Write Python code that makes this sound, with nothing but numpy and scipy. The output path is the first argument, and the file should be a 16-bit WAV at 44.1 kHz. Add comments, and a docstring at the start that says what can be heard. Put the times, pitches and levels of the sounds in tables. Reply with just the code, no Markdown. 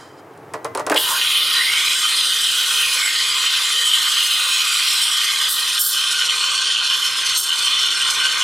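"""The steam wand of an espresso machine froths milk in a steel pitcher, close to the microphone in a small kitchen.
The jet is a loud, tearing hiss: noise and bubble clicks shaped by milk, pitcher and a gliding steam pocket.
Just before it, pockets of steam collapse with a crack and a thud, made of noise bursts and ringing sines.
Now and then the tip comes bare and sprays; later the pitcher is tilted, the tip rides shallower and the jet chugs.
Behind it: a rub of the pitcher, ticks of the wand, filtered-noise hum and a short diffuse room tail."""
import sys
import numpy as np
from scipy import signal
from scipy.fft import rfft, irfft, next_fast_len
from scipy.io import wavfile

SR = 44100
rng = np.random.default_rng(int(sys.argv[2]) if len(sys.argv) > 2 else 0)


def output_pcm(signal):
    """Save a mono or channel-first signal as 16-bit PCM at the path in sys.argv[1].

    Samples are clipped to [-1, 1] before scaling.
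    """
    pcm = np.clip(np.atleast_2d(signal).T, -1, 1) * 32767
    wavfile.write(sys.argv[1], SR, np.round(pcm).astype(np.int16))


N = 371763
TIME = np.arange(N) / SR
JET_START = .957  # s
# how shallow the tip rides as the pitcher is tilted: (t/s, share 0-1)
SHALLOW = [(5.2, 0.06), (6.3, 0.75)]


def gain_of(db):
    """Decibels to amplitude."""
    return 10 ** (np.asarray(db) / 20)


def evened(x):
    """Scales to rms 1."""
    return x / np.sqrt(np.mean(x ** 2) + 1e-20)


def read(points, hz):
    """A spectrum, joined by straight lines over log frequency."""
    f, value = np.transpose(points)
    return np.interp(np.log(hz + 1), np.log(f + 1), value)


def follow(rows, t):
    """Each column of a curve at the times t."""
    s, *columns = np.transpose(rows)
    return [np.interp(t, s, c) for c in columns]


def add(mix, s, sound):
    """Mixes a sound in at time s."""
    part = mix[max(round(s * SR), 0):][:len(sound)]
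    part += sound[:len(part)]


def hump(hz, centre, width):
    """Bell of one resonance, height 1."""
    return 1 / (1 + (2 * (hz - centre) / width) ** 2)


def noise(colour, size):
    """Noise of a given spectrum, rms 1."""
    shape = gain_of(read(colour, np.fft.rfftfreq(size, 1 / SR)))
    return evened(np.fft.irfft(rfft(rng.standard_normal(size)) * shape, size))


def wander(rate_hz):
    """Smooth chance up to about rate_hz, rms 1."""
    hz = np.fft.rfftfreq(N, 1 / SR)
    return evened(irfft(rfft(rng.standard_normal(N)) / (1 + (hz / rate_hz) ** 4) ** .5, N))


def flutter(depth_db, rate_hz):
    """A random gain of steady mean power."""
    depth = depth_db * np.log(10) / 20
    return np.exp(depth * wander(rate_hz) - depth ** 2)


def swirl(shape, bins, frames):
    """Random patches over frequency and time, rms 1."""
    patch = np.outer(np.hanning(bins), np.hanning(frames))
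    return evened(signal.fftconvolve(rng.standard_normal(shape), patch, "same"))


def short_spectra(x):
    """Frequencies, frame times and short-time spectra."""
    return signal.stft(x, SR, nperseg=1024, noverlap=896)


def jet():
    """Large bubbles pop, the pocket chugs and small bubbles fizz; their common surge grows as the tip rides shallow."""
    shallow = np.clip(follow(SHALLOW, TIME)[0], 0, 1)
    surge = flutter(depth_db=0.26 + 0.35 * shallow, rate_hz=38)
    pops = evened(collapses(per_s=900, spread_db=1.5) + 0.94 * rng.standard_normal(N))

    chugging = np.clip(.1 + .15 * shallow + .11 * spurts(TIME)[0], 0, 1)
    bursts = evened(1 - chugging + chugging * chug(rate_hz=112, jitter=.35, decay=.42))
    boil = bursts * evened(collapses(per_s=4000, spread_db=0.5) + 0.46 * rng.standard_normal(N))

    fizz = evened(collapses(per_s=3500, spread_db=0.5) + 1.2 * rng.standard_normal(N))
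    fizz = fizz * flutter(depth_db=0.79 + 1.4 * shallow, rate_hz=23)

    # pops fill the bass, boil the middle, fizz the treble; the shares of power add up to 1
    hz, t, z = short_spectra(np.array([pops, boil, fizz]) * surge)
    large = np.clip(read([(1700, 1), (2700, 0.02)], hz), 0, 1)[:, None]
    small = np.clip(read([(3800, 0.011), (5500, 1)], hz), 0, 1)[:, None]
    middle = np.clip(1 - large - small, 0, 1)
    drive = np.sqrt(large) * z[0] + np.sqrt(middle) * z[1] + np.sqrt(small) * z[2]

    # swirling foam opens and closes paths for the sound: patches in time and frequency
    swirl_db = 1.69 * swirl(drive.shape, bins=15, frames=31)
    ripple_db = read([(1500, 2.25), (3500, 0.99), (6000, 3.3), (12000, 3.15)], hz)[:, None]
    colour = jet_colour(hz, t) + swirl_db + ripple_db * fine_modes(hz, t)
    sound = signal.istft(drive * gain_of(colour), nperseg=1024, noverlap=896)[1][:N]
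    return sound * np.clip((TIME - JET_START) / 0.0044, 0, 1)


def collapses(per_s, spread_db):
    """Clicks of imploding bubbles, most small and a few large, rms 1."""
    size = gain_of(spread_db * np.minimum(rng.exponential(1, N), 4))
    return evened(size * rng.choice([-1., 1.], N) * (rng.random(N) < per_s / SR))


def chug(rate_hz, jitter, decay):
    """The pocket collapses at an uneven rate; each collapse is a burst that decays over a share of its turn."""
    turns = np.cumsum(rate_hz * np.exp(jitter * wander(60))) / SR
    return evened(np.exp(-(turns % 1) / decay))


def jet_colour(hz, t):
    """Gain in dB (frequency x time) that milk, steam pocket and pitcher give to the jet."""
    # steam condensing in milk: (f/Hz, relative level/dB per Hz)
    boil_colour = [(210.0, -28.5), (300.0, -34), (520.0, -11.5), (660.0, -26.5), (820.0, -19),
                   (1000.0, -3.5), (1750.0, -7.5), (2700.0, 1.45), (3200.0, 4), (5500.0, -3.5),
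                   (9500.0, -5), (13000.0, -19.5), (15500.0, -30.5)]
    # fine mist, heard at the very top: (t/s, level/dB)
    mist_level = [(1.25, 15), (2.2, 6), (2.75, 11), (3.2, 3.5), (4.4, 10), (6.05, 3), (6.7, -11),
                  (7.1, -1.5), (8.43, -5)]
    hz = hz[:, None]
    (mist,), (shallow,) = follow(mist_level, t), follow(SHALLOW, t)
    strength, gurgle, fizz = flow(t, shallow)
    # the smaller the bubble, the higher it sounds
    bubbles = gurgle * read([(1000, 1), (2600, 0)], hz)
    bubbles = bubbles + fizz * read([(3500, 0), (6500, 1)], hz)
    bubbles = bubbles + mist * read([(7000, 0), (14000, 1)], hz)
    # a spurt changes the band round 2950 Hz and the hiss above it
    throb, hiss = spurts(t)
    spurt = (throb - 1.34 * shallow) * hump(hz, 2950, 410) + hiss * read([(3200, 0.73), (4000, 1)], hz)
    no_bass = read([(40, -23), (200, -1)], hz)
    base_db = -18.5
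    body = base_db + strength + read(boil_colour, hz) + pitcher_ring(hz, shallow) + bubbles + spurt
    return body + steam_pocket(hz, t, shallow) + spray(hz, t) + hollows(hz, t) + no_bass


def steam_pocket(hz, t, shallow):
    """The pocket at the tip sings in two gliding modes, in dB; a bare tip loses it and it takes a while to regrow."""
    # (t/s, resonance f/Hz, strength of the song/dB before gulps, baring and the factor below)
    song_curve = [(1.15, 1250, -2.5), (1.46, 1650, -9), (1.56, 1850, 13), (1.68, 2150, 13),
                  (1.93, 2450, 11), (2.02, 2900, 2), (2.15, 4250, 7.5), (2.32, 4030, 3.5),
                  (2.55, 2900, 2.5), (2.93, 2500, 10), (3.06, 2120, 16), (3.24, 2000, 2), (3.68, 2100, 1.5),
                  (3.78, 3100, 5), (4.7, 2520, 5), (5.1, 2540, 2), (5.3, 2150, 8.5), (5.6, 2300, 1)]
    width, second_ratio = 0.13, 2.27  # both as shares of the pocket's pitch
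    pocket_hz, song = follow(song_curve, t)
    song = song + shallow * gulps(t) - 5.5 * barings(t, close_s=0.11)
    # the second mode rings most clearly while the jet opens
    second = (1 - shallow) * 1.5 + 7 * opening(t)
    return 1.04 * song * hump(hz / pocket_hz, 0.99, width) + second * hump(hz / pocket_hz, second_ratio, width)


def pitcher_ring(hz, shallow):
    """Air and wall resonances of the pitcher in dB, blended from the tip deep to the tip shallow."""
    # (f/Hz, width/Hz, level/dB with the tip deep, level/dB with the tip shallow)
    pitcher_modes = [(1065, 116, 3, 9), (1224, 104, 10.5, 7), (1444, 90, 10, 13.5), (1560, 88, 8, 12.5),
                     (1871, 65, 15, 8.5), (2098, 114, 8.5, 3.5), (2400, 86, -4.4, 2), (2470, 67, 12, 9),
                     (2640, 42, 1.5, 12.5), (2925, 161, 5.5, 13.5), (3074, 117, 11.5, 15),
                     (3325, 173, 9.5, 7.5), (3470, 73, -1, 11), (3567, 69, 9.5, 12.5), (3970, 136, 12, 6),
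                     (4217, 117, 6.5, 10), (4446, 256, 1.5, 10.5), (4804, 220, 10.5, -3),
                     (5415, 170, 6, 13.5), (5830, 210, 2.5, 6.5), (6700, 180, 4, -4.5),
                     (7300, 114, 5.5, 1.5), (7770, 270, 3.2, -6.5), (8370, 560, 0.5, 8),
                     (8670, 450.0, 2.5, -5.5), (10100, 920, -1.3, 2.5), (12460, 500, 0.5, 4)]
    deep_ring = sum(db * hump(hz, f, width) for f, width, db, _ in pitcher_modes)
    shallow_ring = sum(db * hump(hz, f, width) for f, width, _, db in pitcher_modes)
    return (1 - shallow) * deep_ring + shallow * shallow_ring


def flow(t, shallow):
    """Strength of the jet, gurgle of large bubbles and fizz of small ones in dB, from opening, tilt and gulps."""
    spare, gulp = opening(t), gulps(t)
    strength = 0.5 - 3 * shallow + 3 * spare - 0.35 * gulp
    gurgle = -0.54 + 2.8 * shallow + gulp
    fizz = -0.26 + 3.5 * shallow - 7.5 * spare + 0.59 * gulp
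    return strength, gurgle, fizz


def opening(t):
    """Spare pressure at the times t: 1 as the jet starts, then dying away."""
    settle_s = 0.48
    return np.exp(-np.maximum(t - JET_START, 0) / settle_s)


def gulps(t):
    """Lift of the large bubbles in dB at the times t; each gulp swells and fades evenly."""
    # one row a gulp: (middle t/s, half length/s, level/dB)
    gulp_rows = [(0.948, 0.019, 9), (1.124, 0.061, 15.5), (2.667, 0.2, 2), (3.0, 0.23, 2.5),
                 (6.263, 0.18, 6), (7.195, .11, 3.5), (7.594, 0.089, 5.5), (8.166, 0.1, 9.5),
                 (8.42, 0.095, 9.5)]
    return sum(db * np.exp(-((t - middle) / half) ** 2) for middle, half, db in gulp_rows)


def spurts(t):
    """Throb and hiss of the spurts in dB at the times t; each builds up and breaks off within milliseconds."""
    # one row a spurt: (start t/s, end t/s, throb level/dB, hiss level/dB)
    spurt_rows = [(0.958, 0.986, 0.5, 3), (1.156, 1.254, 2, 0), (6.065, 6.128, 0, -1),
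                  (6.185, 6.228, 7.5, -0.5), (6.28, 6.31, 12, -3), (6.577, 6.685, 2.5, 0),
                  (6.725, 6.74, -7, 3), (6.742, 6.812, 8.5, -1), (6.89, 6.948, 4, 0.5), (7.005, 7.09, 0, 0),
                  (7.473, 7.539, 12, -2.5), (7.638, 7.69, 2, 1), (7.77, 7.793, 2, -2),
                  (7.84, 7.947, 3.5, 0), (8.004, 8.028, 7, 1), (8.249, 8.278, 6, 2), (8.404, 8.45, 14, -2)]
    rise_s, fall_s = 0.0051, 0.0078
    gates = np.array([np.clip(np.minimum((t - start) / rise_s, (end - t) / fall_s), 0, 1)
                      for start, end, _, _ in spurt_rows])
    return np.transpose(spurt_rows)[2:] @ gates


def barings(t, close_s):
    """Share of the tip that is bare at the times t: the milk falls away fast and closes exponentially."""
    # one row a baring: (start t/s, hold after the start/s, share 0-1)
    baring_rows = [(0.984, .04, 0.56), (1.1, 0.025, 0.02), (5.484, 0.056, 0.7), (5.788, 0.099, 1),
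                   (6.958, 0.032, 0.3), (7.372, 0.043, .92)]
    attack_s = 0.006
    return sum(share * np.clip((t - start) / attack_s, 0, 1) * np.exp(-np.maximum(t - start - hold, 0) / close_s)
               for start, hold, share in baring_rows)


def spray(hz, t):
    """Change of colour in dB while the tip is bare: thinner, brighter, with whistles of the nozzle."""
    # change of colour with the tip fully bare: (f/Hz, level/dB)
    bare_colour = [(300, -11), (1500, -4.5), (1850, -11), (2650, -19.5), (3200, -6.5), (5000, -2),
                   (8000, 4.5), (10000, 5.5), (14000, 20)]
    # whistles of the bare nozzle: (f/Hz, width/Hz, level/dB)
    whistles = [(8820, 240, 8.6), (10320, 350, 8.2), (11550, 440, 6), (13500, 330, 8)]
    whistle_db = sum(db * hump(hz, f, width) for f, width, db in whistles)
    return barings(t, close_s=0.047) * (read(bare_colour, hz) + whistle_db)


def hollows(hz, t):
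    """Dips in dB (frequency x time) that fade in and out of the hiss."""
    # one row each time the hiss turns hollow: (start t/s, length/s, centre f/Hz, depth/dB)
    hollow_rows = [(1.12, 0.65, 7500, -6), (2.12, 0.49, 2200, -6.5), (2.24, .1, 2580, -14),
                   (3.705, 0.46, 2400, -4.5), (5.158, 0.32, 2600, -4), (5.8, 0.19, 2200, -6),
                   (6.58, 0.4, 2180, -4.5)]
    width, fade_s = .18, 0.031  # width as a share of the centre
    return sum(db * hump(hz / centre, 1, width)
               * np.clip(np.minimum(t - start, start + length - t) / fade_s, 0, 1)
               for start, length, centre, db in hollow_rows)


def fine_modes(hz, t):
    """Crowded fine modes (frequency x time): those of the steel stay, those of the foaming milk come and go."""
    steel = evened(np.convolve(rng.standard_normal(len(hz)), np.hanning(6), "same"))
    milk = swirl((len(hz), len(t)), bins=9, frames=121)
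    foaming = np.clip(.8 - .3 * follow(SHALLOW, t)[0], 0, 1)
    return np.sqrt(1 - foaming) * steel[:, None] + np.sqrt(foaming) * milk


def sputters(crack_db=-1, ring_db=1, splash_db=2, splash_t60=0.1, lag=.0035):
    """A steam pocket cracks shut; a moment later (lag in s) the milk rebounds and the pitcher booms."""
    # one row a sputter: (t/s, crack level/dB and thud level/dB before the offsets, pitch factor on the thud)
    sputter_rows = [(.5367, -23.5, -22, 1.0), (0.6457, -21, -21, 1.05), (0.7495, -16, -20, 0.88),
                    (.7736, -21, -20.5, .99), (0.7952, -24, -21, 1.0), (0.8653, -17, -18.5, 1.0),
                    (.8979, -11, -19.5, 1.3), (0.903, -26, -15, .68), (.9160, -17, -15.5, 1.44),
                    (0.9421, -20, -22, 0.8), (0.9453, -15, -18.5, 1.0)]
    # milk and pitcher ringing after a sputter: (f/Hz before the pitch factor, relative level/dB, t60/s)
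    thud_modes = [(289, -18, 0.23), (439, -2.5, 0.23), (609, -3, 0.29), (840, -19, 0.066), (1020, -4, 0.12),
                  (1180, -16, .17), (1460, -24, .11), (1940, -15, 0.39), (2280, -13, .08)]
    # spectrum of the splash: (f/Hz before the pitch factor, relative level/dB per Hz)
    splash_colour = [(30, -75), (100, -38), (250, -20), (450, 2), (1100, 3.5), (2000, -11.5), (3200, -20),
                     (9000, -25.5), (16000, -42)]
    out, t = np.zeros(N), TIME[:16384]
    for s, snap_db, thud_db, pitch in sputter_rows:
        ring = sum(gain_of(db - 60 * t / t60) * np.sin(2 * np.pi * (hz * pitch * t + rng.random()))
                   for hz, db, t60 in thud_modes)
        splash = noise([(hz * pitch, db) for hz, db in splash_colour], len(t)) * gain_of(-60 * t / splash_t60)
        thud = gain_of(ring_db - 5.5) * ring + gain_of(splash_db) * splash
        thud = thud * np.minimum(t / 0.00073, 1)
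        add(out, s, gain_of(snap_db + crack_db) * crack(t60=0.01))
        add(out, s + lag, gain_of(thud_db) * thud)
    return out


def crack(t60):
    """A bright snap of noise that lasts a few milliseconds and stops short."""
    # (f/Hz, relative level/dB per Hz)
    crack_colour = [(30, -60), (200, -6), (1200, 10), (2400, 6), (3400, 3), (5000, 3), (9800, 5.5),
                    (12500, -12), (16000, -12)]
    t = TIME[:2048]
    return noise(crack_colour, len(t)) * np.minimum(t / .0006, 1) * gain_of(-60 * (t / t60) ** 1.5)


def handling():
    """The pitcher rubs in the hand and the wand ticks; both set the steel wall ringing."""
    # the pitcher slides in the hand: (t/s, level/dB before the wall)
    rub_level = [(0, -37.5), (.06, -42), (.1, -47), (.16, -53), (.195, -43), (.23, -66), (.3, -88)]
    # spectrum of the rub: (f/Hz, relative level/dB per Hz)
    rub_colour = [(300, -13), (900, 12.5), (2000, 3), (2800, -11), (5000, -4), (10000, -15), (15000, -29)]
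    # small ticks of the warm wand: (t/s, level/dB before the wall)
    tick_rows = [(.0554, -53), (.3367, -54), (.3751, -45)]
    # resonances of the steel wall: (f/Hz, width/Hz, level/dB before the offset)
    steel_modes = [(3110, 160, 19), (3970, 140, 8), (4900, 220, 8), (5400, 150, 2), (6900, 150, 9),
                   (7400, 150, 7), (8100, 180, 9), (9600, 400, 7)]
    out = noise(rub_colour, N) * gain_of(follow(rub_level, TIME)[0])
    for s, db in tick_rows:
        add(out, s, gain_of(db) * crack(t60=.015))
    hz = np.fft.rfftfreq(N, 1 / SR)
    wall_db = sum(db * hump(hz, f, width) for f, width, db in steel_modes) - 4.0
    return irfft(rfft(out) * gain_of(wall_db), N)


def hum():
    """Low noise of machine and room over a faint steady rumble; it sits lower under the steam."""
    # (f/Hz, relative level/dB per Hz)
    hum_colour = [(30, -60), (60, -32), (80, -18), (100, 0), (125, 0.5), (220, -12.5), (295, 1), (360, -1),
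                  (435, 2), (530, -6.5), (780, -4), (1500, -12), (4000, -30.5), (16000, -38)]
    # (t/s, level/dB)
    hum_level = [(0, -43.5), (.9, -37.5), (1.0, -46), (2, -50), (5.5, -54.5), (6.2, -51.5), (7.6, -51.5),
                 (8.43, -47)]
    rumble = gain_of(-77) * noise([(15, -22), (50, -4), (90, 2), (200, -15), (1000, -60)], N)
    return noise(hum_colour, N) * gain_of(follow(hum_level, TIME)[0]) + rumble


def kitchen(x):
    """A short diffuse tail of decaying noise, different at each ear and weak in the bass."""
    # decay of the room: (f/Hz, t60/s)
    room_decay = [(200, 0.1), (1000, 0.42), (4000, 0.15), (14000, 0.25)]
    hz, t, z = signal.stft(rng.standard_normal((2, SR // 2)), SR, nperseg=256)
    z = z * gain_of(-60 * t / read(room_decay, hz)[:, None])
    tail = signal.istft(z, SR, nperseg=256)[1]
    tail = tail / np.linalg.norm(tail[0])
    size = next_fast_len(N + SR)
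    # level of the tail: (f/Hz, level/dB)
    wet_db = [(100, -42), (200, -32), (300, -26), (600, -15.0), (1100, -10.5), (2500, -13.0),
              (4500, -8.5), (8000, -24.5), (13000, -12)]
    wet = gain_of(read(wet_db, np.fft.rfftfreq(size, 1 / SR)))
    return irfft(rfft(x, size) * rfft(tail, size) * wet, size)[:, :N]


def scene():
    """The pitcher sounds just right of the middle, its sputters without deep bass; the hum lies in the middle."""
    no_deep_bass = signal.butter(3, 150, "highpass", fs=SR, output="sos")
    knocks = signal.sosfilt(no_deep_bass, sputters())
    pitcher = jet() + knocks + handling()
    machine = hum()
    left_right_db = [[-.5], [.25]]
    return pitcher * gain_of(left_right_db) + machine + kitchen(pitcher + machine)


def record(dry):
    """The upper band limit of the recorder, a steep low-pass at 16 kHz."""
    low_pass = signal.firwin(511, 16000, window=("kaiser", 9), fs=SR)
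    return signal.oaconvolve(dry, low_pass[None], "same")


dry = scene()
out = record(dry)
output_pcm(out)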